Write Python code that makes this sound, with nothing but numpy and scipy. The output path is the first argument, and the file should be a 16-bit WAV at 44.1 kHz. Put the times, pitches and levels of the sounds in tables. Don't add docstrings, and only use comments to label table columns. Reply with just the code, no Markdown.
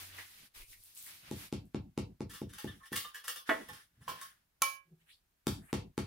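import sys
import numpy as np
from scipy import signal
from scipy.fft import rfft, irfft, next_fast_len
from scipy.io import wavfile
from scipy.ndimage import uniform_filter1d

SR = 44100
rng = np.random.default_rng(int(sys.argv[2]) if len(sys.argv) > 2 else 0)


def master_out(mix):
    frames = np.transpose(np.atleast_2d(mix))
    ceiling = np.clip(frames, -1, 1)
    pcm = np.round(ceiling * 32767).astype(np.int16)
    wavfile.write(sys.argv[1], SR, pcm)


def voltage_ratio(decibels):
    exponent = np.asarray(decibels, float) / 20
    return 10 ** exponent


N = 267543
TIME = np.arange(N) / SR

# mode_hz, level_db, t60_s
BAR_MODES = [(310, -5, .1), (495, -2, 0.12), (856, -2.5, 0.082), (1078, 3.5, 0.22), (1190, 0, 0.2),
             (1270, -1, 0.14), (1420, -5, 0.1), (1650, 1, 0.08), (1780, 7, 0.13), (1950, 0, 0.1),
             (2318, -8, 0.2), (2958, 4, 0.05), (3100, 2, 0.07), (3400, 1, 0.12), (3650, 0, 0.08),
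             (4340, -5, 0.035), (5300, -3, 0.03)]
# freq_hz, density_db (per Hz)
GRIT_SPECTRUM = [(240, -41), (400, -13), (753, -19), (1060, -9), (1730, -1.5), (2290, -10.5), (3200, -6),
                 (4200, -10), (5300, -8), (7630, -12), (9700, -7.5), (16000, -13)]


def mallet():
    # start_s, crack_peak_db, thump_db, brightness_db
    blows = [(1.312, -38.5, -37, 10), (1.5256, -33, -34, 1), (1.7456, -31, -33.5, -8.5),
             (1.9764, -27.5, -32, 1.5), (2.2058, -33, -36, 0.5), (2.4159, -40.5, -37, 5),
             (2.6434, -37, -37.5, 4), (2.918, -44.5, -42.5, 7.5), (5.469, -22, -29.5, 8.5),
             (5.7289, -18, -30.5, -1), (5.978, -24.5, -32, 0)]
    # delay_s, level_db
    echoes = [(0, 3.5), (.007, -10.5), (0.009, -16), (0.0189, -4.5), (0.0223, -6.5), (0.03, -25.5),
              (0.03, -11), (0.04, -19.5), (.052, -16.5)]
    # mode_hz, level_db, t60_s
    board_modes = [(55.6, -10.5, 0.43), (76.8, 8, 0.16), (94.5, 1, 0.24), (107.3, 3, 0.2), (138, -1, 0.22),
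                   (205.5, 5.5, 0.13), (264.6, -9, 0.13), (280, -14, 0.21), (383.5, -10, 0.14),
                   (665, -18, 0.14), (834, 0, 0.032)]
    # freq_hz, density_db (per Hz)
    crack_spectrum = [(290, -92), (500, -68), (708, -8), (960, 4), (1720, -4.5), (2290, -2.5), (4150, -9.5),
                      (4660, -9), (10800, -16), (16000, -25)]
    pulse_hz, pulse_peak_s = 270, .0028
    left_delay_s = np.array([[.00025], [0]])

    t = TIME[:SR // 2]
    thump = voltage_ratio(-4.0) * ring(board_modes, 0, 0.1, bloom=2.88)
    for delay, db in echoes:
        u = (np.pi * pulse_hz * (t - delay - pulse_peak_s - left_delay_s)) ** 2
        thump = thump + voltage_ratio(db) * (1 - 2 * u) * np.exp(-u)

    near, far, wet = np.zeros((2, N)), np.zeros(N), np.zeros(N)
    for s, crack_db, db, bright_db in blows:
        add(near, s, voltage_ratio(db + 6.5) * thump)
        add(wet, s, voltage_ratio(db - 7.5) * thump[0, :260])
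        burst = crack(crack_db - 1.0, crack_spectrum, contact_s=0.0012)
        add(far, s, colour(burst, [(100, -33.5), (400, 26), (1000, -2.0), (15000, bright_db)]))
    return near, far, wet


def strikes():
    # start_s, ring_db, crunch_db, contact_s, clatter_t60_s,
    # ring_room_db (re ring_db), crunch_room_db (re crunch_db)
    knocks = [
        (3.491, -29, -18, 0.0081, 0.11, -17.5, -1),
        (4.079, -39.5, -27.5, 0.01, 0.0077, -19, 3),
        (4.619, -30, -5, 0.0032, 0.0087, -11, -8),
    ]
    # mode_hz, level_db, t60_s
    knock_modes = [(296, -10, .12), (345, -10, .1), (425, -9, .12), (460, -9, .12), (650, 4, .18),
                   (850, -8, .13), (1075, -8, .28), (1460, -3, .13), (1650, -4, .1), (1765, -1, .12),
                   (1950, -2, .22), (2180, -8, .13), (2600, -9, .07), (2923, -11, .12), (3408, -10, .11)]
    tap_modes = [(549, -22, .3), (1028, 0, .25), (1077, -1, .26), (1443, -14, .2), (2315, -12, .35),
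                 (2900, -12, .15), (3359, -20, .15), (1300, -10, .1), (4393, -20, .12), (3100, -14, .1)]
    clink_modes = [(549, -22, .5), (640, -26, .15), (850, -16, .1), (1080, 6, .24), (1312, -1, .13),
                   (1652, -26, .64), (2318, -1.5, .31), (2996, -14, .28), (3300, -19, .17),
                   (3940, -15, .14), (6400, -4, .035), (9625, -15, .18), (9758, -7, .13), (10800, -16, .15)]
    # freq_hz, density_db (per Hz)
    knock_crunch = [(120, -46), (250, -4.5), (650, -5), (1200, -1.5), (1800, 0.5), (2600, -15.5),
                    (3500, -20.5), (4300, -29.5), (16000, -33.5)]
    tap_crunch = [(180, -18), (350, -11), (1000, -8), (1600, -5), (2100, -20.5), (3000, -10), (3800, -18.5),
                  (5400, -17), (7000, -22), (16000, -20)]
    clink_crunch = [(40, -20), (150, -20), (300, -29.5), (450, -31.5), (800, -5), (1400, -3.5), (3000, -4),
                    (4500, -5), (6500, 0.5), (8000, -9.5), (10000, 1.5), (14000, -8), (16000, -7)]

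    near, far, wet, t = np.zeros((2, N)), np.zeros(N), np.zeros(N), TIME[:SR // 8]
    gate = np.clip((.4 - TIME[:SR // 2]) / 0.14, 0, 1)
    bodies = (knock_modes, knock_crunch), (tap_modes, tap_crunch), (clink_modes, clink_crunch)
    for (modes, crunch), knock in zip(bodies, knocks):
        s, db, crunch_db, contact_s, t60, room_db, walls_db = knock
        clatter = even(grit(len(t), 0.87) * fade(t, t60)) * fade(t, 4 * t60)
        bar = signal.fftconvolve(clatter, ring(modes, 0, 0.39) * gate, axes=1)
        bar = colour(bar, [(100, -30.5), (280, 3.5)])
        add(near, s, voltage_ratio(db) * bar)
        add(wet, s, voltage_ratio(db + room_db) * bar[0])
        burst = crack(crunch_db, crunch, contact_s)
        add(far, s, burst)
        add(wet, s, (voltage_ratio(walls_db) - 1) * burst)
    return near, far, wet


def rattles():
    # start_s, peak_db, hiss_db (re peak), loudest_hz, slide_t60_s, rise_s
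    slips = [(2.294, -54, 2.5, 4400, 0.27, 0.0033), (2.335, -45.5, -8, 1320, 0.22, 0.0018),
             (2.49, -57.5, -1.5, 2970, .08, 0.0046), (2.533, -54.5, 4, 1450, 0.035, 0.0027),
             (2.581, -42.5, -1, 1230, 0.089, 0.0042), (2.671, -39, -20, 3230, 0.1, 0.0012),
             (2.797, -50.5, -32, 1140, 0.13, 0.0045), (2.83, -47.5, -16, 1790, .05, .004),
             (2.853, -50.5, 0, 1780, 0.047, 0.0056), (2.923, -31.5, -5.5, 1700, 0.018, 0.0088),
             (2.954, -39.5, 7, 1770, 0.025, .012), (3.041, -34.5, -44, 1140, 0.025, 0.01),
             (3.142, -38, -6, 1630, 0.14, 0.0053), (3.239, -45.5, -4, 493, 0.1, 0.0046),
             (3.27, -48.5, -7, 310, .05, 0.0068), (3.278, -33, -4, 1710, 0.048, 0.0038),
             (3.359, -38.5, -10.5, 504, 0.05, 0.0017), (3.471, -47.5, -16, 1280, 0.045, .012),
             (3.684, -37.5, -13, 810, 0.072, 0.0033), (3.729, -50, -3, 293, 0.047, 0.006),
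             (4.002, -52, -11.5, 2318, 0.39, 0.012), (4.212, -42.5, -4, 1084, 0.038, 0.0021)]
    near, far, wet, t = np.zeros((2, N)), np.zeros(N), np.zeros(N), TIME[:SR // 4]
    for s, db, hiss_db, hz, t60, rise_s in slips:
        onset = np.clip(t / max(rise_s, .001), 0, 1)
        slip = grit(len(t), 2.38) * fade(np.maximum(t - rise_s, 0), t60) * onset
        modes = ring(BAR_MODES, 3, 0.9, most_t60=0.25, detune=.006)
        bar = signal.fftconvolve(slip, modes, axes=1)
        bar = band(bar, hz, 0.13) + voltage_ratio(-5.5) * colour(bar, [(150, -15.0), (400, -2.5)])
        bar = voltage_ratio(db - 0.5) * bar / np.max(np.abs(bar))
        add(near, s, bar)
        add(wet, s, voltage_ratio(-8.5) * bar[1])
        hiss = colour(colour(slip[0], GRIT_SPECTRUM), [(100, -41.5), (300, 6.5)])
        add(far, s, voltage_ratio(db + hiss_db + 12) * hiss / np.max(np.abs(hiss)))
    return near, far, wet


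def drag():
    # peak_s, level_db, rise_s, fall_s
    pushes = [(2.62, -64.5, 0.25, 0.6), (2.78, -70.5, 0.091, 0.089), (2.84, -65, 0.026, 0.062),
              (2.92, -64.5, 0.025, .45), (3.485, -57, 0.03, 0.027), (3.52, -57, 0.072, .3),
              (3.8, -63, 0.18, .13), (4.23, -62.5, 0.28, 0.21), (4.33, -76, 0.09, 0.093)]
    push = swells(pushes)
    modes = ring(BAR_MODES, 0, 0.76, most_t60=0.0028)
    song = signal.fftconvolve(push * grit(N, 2.1), modes, axes=1)[:, :N]
    return rubbing(push, push * voltage_ratio(0.5), GRIT_SPECTRUM, spike_db=0.68) + voltage_ratio(-32.5) * song


def cloth():
    # peak_s, level_db, treble_db (re level), rise_s, fall_s
    strokes = [(0.0, -60, 8.5, 0.016, 0.16), (0.137, -56.5, -15, 0.11, 0.092),
               (0.191, -57.5, -14, 0.031, 0.097), (0.332, -66.5, 6.5, 0.62, 0.38),
               (0.58, -64, 5, 0.2, 0.083), (0.616, -61.5, 2.5, 0.041, 0.058),
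               (0.731, -70, 13, 0.096, 0.033), (0.83, -71, 10.5, 0.42, 0.83),
               (0.975, -67.5, 14, 0.029, 0.21), (1.085, -58, -2, 0.071, 0.29),
               (1.29, -58, -10, 0.099, 0.42), (1.385, -63, 8, 0.059, 0.12), (1.446, -55, -2, 0.13, 0.077)]
    # freq_hz, density_db (per Hz)
    fabric = [(120, -40.5), (200, -17.5), (283, -5), (465, -9.5), (1500, -4), (2650, -3), (4500, -3),
              (7500, -6), (10000, -2.5), (15600, -4), (16200, -57.5)]
    gain = swells([(s, db, rise, fall) for s, db, _, rise, fall in strokes])
    treble = swells([(s, db + top_db, rise, fall) for s, db, top_db, rise, fall in strokes])
    return brief_dip() * rubbing(gain, treble, fabric, spike_db=1.7)


def snaps():
    # start_s, peak_db, centre_hz
    releases = [(0.1, -47.5, 2000), (0.125, -43.5, 2780), (0.184, -35, 1900), (0.235, -50, 2050),
                (0.334, -51, 2000), (0.548, -53, 2410), (0.578, -54, 2570), (0.617, -43.5, 2450),
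                (0.729, -43.5, 2150), (0.974, -31, 8240), (1.065, -44.5, 2000), (5.31, -63.5, 9000)]
    # start_s, peak_db
    ticks = [(0.169, -40.5), (0.2841, -54), (0.548, -45.5), (0.5637, -44), (0.5785, -36.5), (0.837, -39),
             (0.858, -44.5), (0.95, -38.5), (0.9573, -41), (0.975, -37.5), (0.984, -43), (1.026, -34),
             (1.045, -38), (1.0636, -34), (1.655, -46.5)]
    far, t = np.zeros(N), TIME[:1024]
    for s, db, hz in releases:
        push = fade(t, 0.022) * np.clip(t / 0.0027, 0, 1)
        snap = band(grit(len(t), 6.2)[0] * push, hz, 0.22)
        add(far, s, voltage_ratio(db - 5.5) * snap / np.max(np.abs(snap)))
    for s, db in ticks:
        tick = band(grit(len(t), 0.84)[0] * fade(t, 0.0091), 11000, 0.5)
        add(far, s, voltage_ratio(db - 5.0) * tick / np.max(np.abs(tick)))
    return far


def swishes():
    # peak_s, level_db, centre_hz, rise_s, fall_s
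    whips = [
        (5.01, -73, 2410, 0.037, 0.064),
        (5.106, -64.5, 2926, 0.06, 0.11),
        (5.656, -68.5, 1448, 0.19, 0.035),
        (5.713, -63.5, 1806, 0.099, 0.012),
    ]
    climb_per_s, hiss_db = 9, -1
    slow = band(rng.standard_normal((2, N)), 327, 1.64)
    hiss = band(rng.standard_normal((2, N)), 10000, 0.45)
    out = 0
    for s, db, hz, rise, fall in whips:
        centre = hz * np.exp(climb_per_s * np.clip(TIME - s, -.1, .035))
        carrier = np.cos(2 * np.pi * np.cumsum(centre) / SR)
        whip = level(slow * carrier, 1.8) + level(hiss, hiss_db)
        out = out + swell(s, db, rise, fall) * whip
    return colour(out, [(900, 0), (1500, 4), (1780, 6), (2100, 2.0)])


def boards():
    # peak_s, level_db, rise_s, fall_s
    creaks = [(0.07, -59, .4, 0.35), (0.4, -64.5, 0.12, 0.044), (0.56, -69, 0.051, 0.95),
              (1.29, -78, 0.22, 0.022)]
    weights = [(0.15, -69, 0.34, 0.82), (0.585, -54, 0.077, 0.11), (0.74, -66.5, 0.092, 0.25)]
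    rumbles = [(0.1, -71.5, 0.47, 0.37), (0.44, -63, 0.17, 0.1), (0.585, -86, 0.12, 0.044),
               (1.1, -66.5, 0.23, 0.43), (1.29, -61, 0.15, 0.082), (3.73, -59, 0.1, 0.15)]
    shuffles = [(3.36, -75.5, 0.12, 0.17), (3.74, -67.5, 0.067, 0.086), (4.02, -61, 0.13, 0.39),
                (4.44, -80.5, 0.13, 0.18)]
    # peak_s, hum_db, overtone_db (re hum), fall_s
    nudges = [
        (4.887, -67.5, -2, 0.082),
        (4.928, -62, -14, 0.041),
        (4.97, -71, -6.5, 0.064),
        (5.03, -68, -23, 0.046),
    ]
    bucket_hz = 162, 363
    nudge_rise_s, buzz_db = 0.04, -5

    def hum(hz, octaves):
        return level(band(rng.standard_normal(N), hz, octaves), 0)

    knees = swells(creaks) * hum(94.3, 0.027)
    knees = knees + swells(weights) * hum(21, 0.77)
    knees = knees + swells(rumbles) * hum(120, 1.0)
    low, high = (np.sqrt(2) * np.sin(2 * np.pi * hz * TIME) + voltage_ratio(buzz_db) * hum(hz, 0.27)
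                 for hz in bucket_hz)
    bucket = 0
    for s, db, top_db, fall in nudges:
        bucket = bucket + swell(s, db, nudge_rise_s, fall) * (low + voltage_ratio(top_db) * high)
    return brief_dip() * knees + swells(shuffles) * hum(120, 0.73) + bucket


def room(x):
    # centre_hz, t60_s, level_db, likeness (left-right)
    tail_bands = [(70, .3, -15, 0.77), (136, 1, 8.5, 1), (550, 0.38, 2.5, 0.13), (232.4, 0.22, -2.5, 0.24),
                  (980, 0.17, 2.5, 0.12), (2000, 0.2, 0, 0.039), (3840, 0.36, 3.5, 0.1),
                  (7300, 0.13, 1.5, 0.05), (14660, 0.36, 2.5, .02)]
    first_wall_s = .0072
    t, tail = TIME[:SR // 2], 0
    for hz, t60, db, like in tail_bands:
        build = np.clip((t - first_wall_s) * hz / 0.28, 0, 1)
        mid, side = band(rng.standard_normal((2, len(t))), hz, 0.79) * fade(t, t60) * build
        like = np.clip(like, 0, 1)
        pair = np.sqrt(1 + like) * mid + np.sqrt(1 - like) * side * np.array([[1], [-1]])
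        tail = tail + voltage_ratio(db) * pair / np.sqrt(t60 * SR / 12)
    gate = np.clip((.24 - t) / .11, 0, 1)
    return signal.fftconvolve(x[None], tail * gate, axes=1)[:, :N]


def air():
    # freq_hz, density_db (per Hz)
    floor = [(15, -9.5), (40, 4.5), (120, -4), (250, -11), (500, -16.5), (1600, -16), (3000, -19.5),
             (8000, -23), (15500, -19.5), (16500, -55)]
    mid, side = colour(rng.standard_normal((2, N)), floor)
    side = colour(side, [(60, -16.0), (400, -0.5)])
    return level(mid + side * np.array([[1], [-1]]), -68.5)


def ring(modes, scatter_db, spread, most_t60=0.64, detune=0., bloom=0.13):
    hz, db, t60 = np.transpose(modes)[:, :, None]
    t, chance = TIME[:SR // 2], rng.standard_normal((4, len(modes), 1))
    build = (1 - np.exp(-t * hz / bloom)) ** 2
    body = voltage_ratio(db + scatter_db * chance[0]) * fade(t, np.minimum(t60, most_t60)) * build
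    turn = 2 * np.pi * hz * (1 + detune * chance[3]) * t
    return np.array([np.sum(body * np.sin(turn + spread * c), axis=0) for c in chance[1:3]])


def crack(db, points, contact_s):
    t = TIME[:4096]
    push = t / contact_s * np.exp(1 - t / contact_s) * fade(t, 9 * contact_s)
    burst = even(grit(len(t), 3.3)[0] * push) * np.sqrt(push)
    shaped = colour(burst, points)
    return shaped * voltage_ratio(db) / np.max(np.abs(shaped))


def rubbing(gain, treble_gain, points, spike_db):
    noise = level(colour(grit(N, spike_db, channels=2), points), 0)
    low = colour(noise, [(2500, -3), (9000, -18.5)])
    treble = treble_gain * flicker(27.0, 0.47) * level(noise - low, 0)
    return gain * flicker(13, 4.1) * level(low, 1.0) + treble


def grit(size, spike_db, channels=1):
    grains = rng.standard_normal((channels, size))
    return level(grains * voltage_ratio(spike_db * rng.exponential(size=size)), 0)


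def flicker(rate_hz, db):
    k = int(SR / rate_hz)
    steps = np.repeat(rng.standard_normal(N // k + 1), k)
    return voltage_ratio(db * uniform_filter1d(steps, k)[:N])


def swell(s, db, rise_s, fall_s):
    rounding = 1.72
    away = np.maximum((s - TIME) / max(rise_s, .003), (TIME - s) / max(fall_s, .003))
    return voltage_ratio(np.maximum(db - 20 * away ** rounding, -200))


def swells(rows):
    return np.sqrt(sum(swell(*row) ** 2 for row in rows))


def brief_dip():
    dip_s = .46, .51, .535, .55
    dip_db = -13.5
    return voltage_ratio(np.interp(TIME, dip_s, [0, dip_db, dip_db, 0]))


def fade(t, t60):
    return np.exp(-np.log(1000) * t / np.maximum(t60, .002))


def level(x, db):
    return x * voltage_ratio(db) / np.sqrt(np.mean(x ** 2))


def shape(x, gain):
    size = next_fast_len(x.shape[-1] + 2048)
    return irfft(rfft(x, size) * gain(np.fft.rfftfreq(size, 1 / SR) + 1), size)[..., :x.shape[-1]]


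def colour(x, points):
    hz, db = np.transpose(points)
    return shape(x, lambda f: voltage_ratio(np.interp(np.log(f), np.log(hz), db)))


def band(x, hz, octaves):
    return shape(x, lambda f: np.exp(-.5 * (np.log2(f / hz) / octaves) ** 2))


def even(x):
    bins = rfft(x)
    return irfft(bins / np.abs(bins))


def add(out, s, x):
    i = int(s * SR)
    out[..., i:i + x.shape[-1]] += x[..., :out.shape[-1] - i]


def late(pair, count):
    bass = shape(pair[0], lambda f: 1 / (1 + (f / 760) ** 6))
    return np.array([pair[0] - bass + np.roll(bass, count), pair[1]])


def hush(x):
    depth_db, knee_db, width_db = -11, 11, 2
    bins = signal.stft(x, nperseg=512)[2]
    power = np.mean(np.abs(bins) ** 2, axis=0)
    power = uniform_filter1d(uniform_filter1d(power, size=12, axis=0), size=4, axis=1)
    over_db = 10 * np.log10(power / np.percentile(power, 8, axis=1, keepdims=True))
    shut = .5 - .5 * np.tanh((over_db - knee_db) / max(width_db, 1) / 2)
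    return signal.istft(bins * voltage_ratio(depth_db * shut), nperseg=512)[1][:, :N]


def scene():
    # time_s, pan_db (left minus right)
    places = [(0, 2), (3.4, 0), (4.0, -2), (4.5, 3.5), (4.6, -3), (4.95, -9.5), (5.3, 1), (6.1, 1.3)]
    floor_echo_s, floor_echo_db = .0022, -17
    brick_echo_s, brick_echo_db = .0045, -18
    left_lag, room_lag = 18, 20

    blows, knocks, slips = mallet(), strikes(), rattles()
    near = blows[0] + late(knocks[0] + slips[0], count=left_lag)
    far = blows[1] + knocks[1] + slips[1] + snaps()
    wet = blows[2] + knocks[2] + slips[2]
    far = far + voltage_ratio(floor_echo_db) * np.roll(far, int(floor_echo_s * SR)) \
        + voltage_ratio(brick_echo_db) * np.roll(far, int(brick_echo_s * SR))
    treble = band(np.roll(far, 9), 8000, 1.0) * np.array([[1], [-1]])
    direct = voltage_ratio(0.5) * far + voltage_ratio(-4.5) * treble
    pan_db = np.interp(TIME, *np.transpose(places))
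    work = near + late(direct, count=left_lag) + late(room(far + wet), count=room_lag)
    work = work * voltage_ratio(np.array([pan_db, -pan_db]) / 2)
    return work + cloth() + drag() + swishes() + boards() + air()


def band_limit(x):
    return signal.sosfilt(signal.butter(12, 16820, fs=SR, output="sos"), x)


def record(dry):
    top = signal.ellip(8, .2, 70, 16050, fs=SR, output="sos")
    return band_limit(signal.sosfilt(top, hush(dry)))


dry = scene()
out = record(dry)
master_out(out)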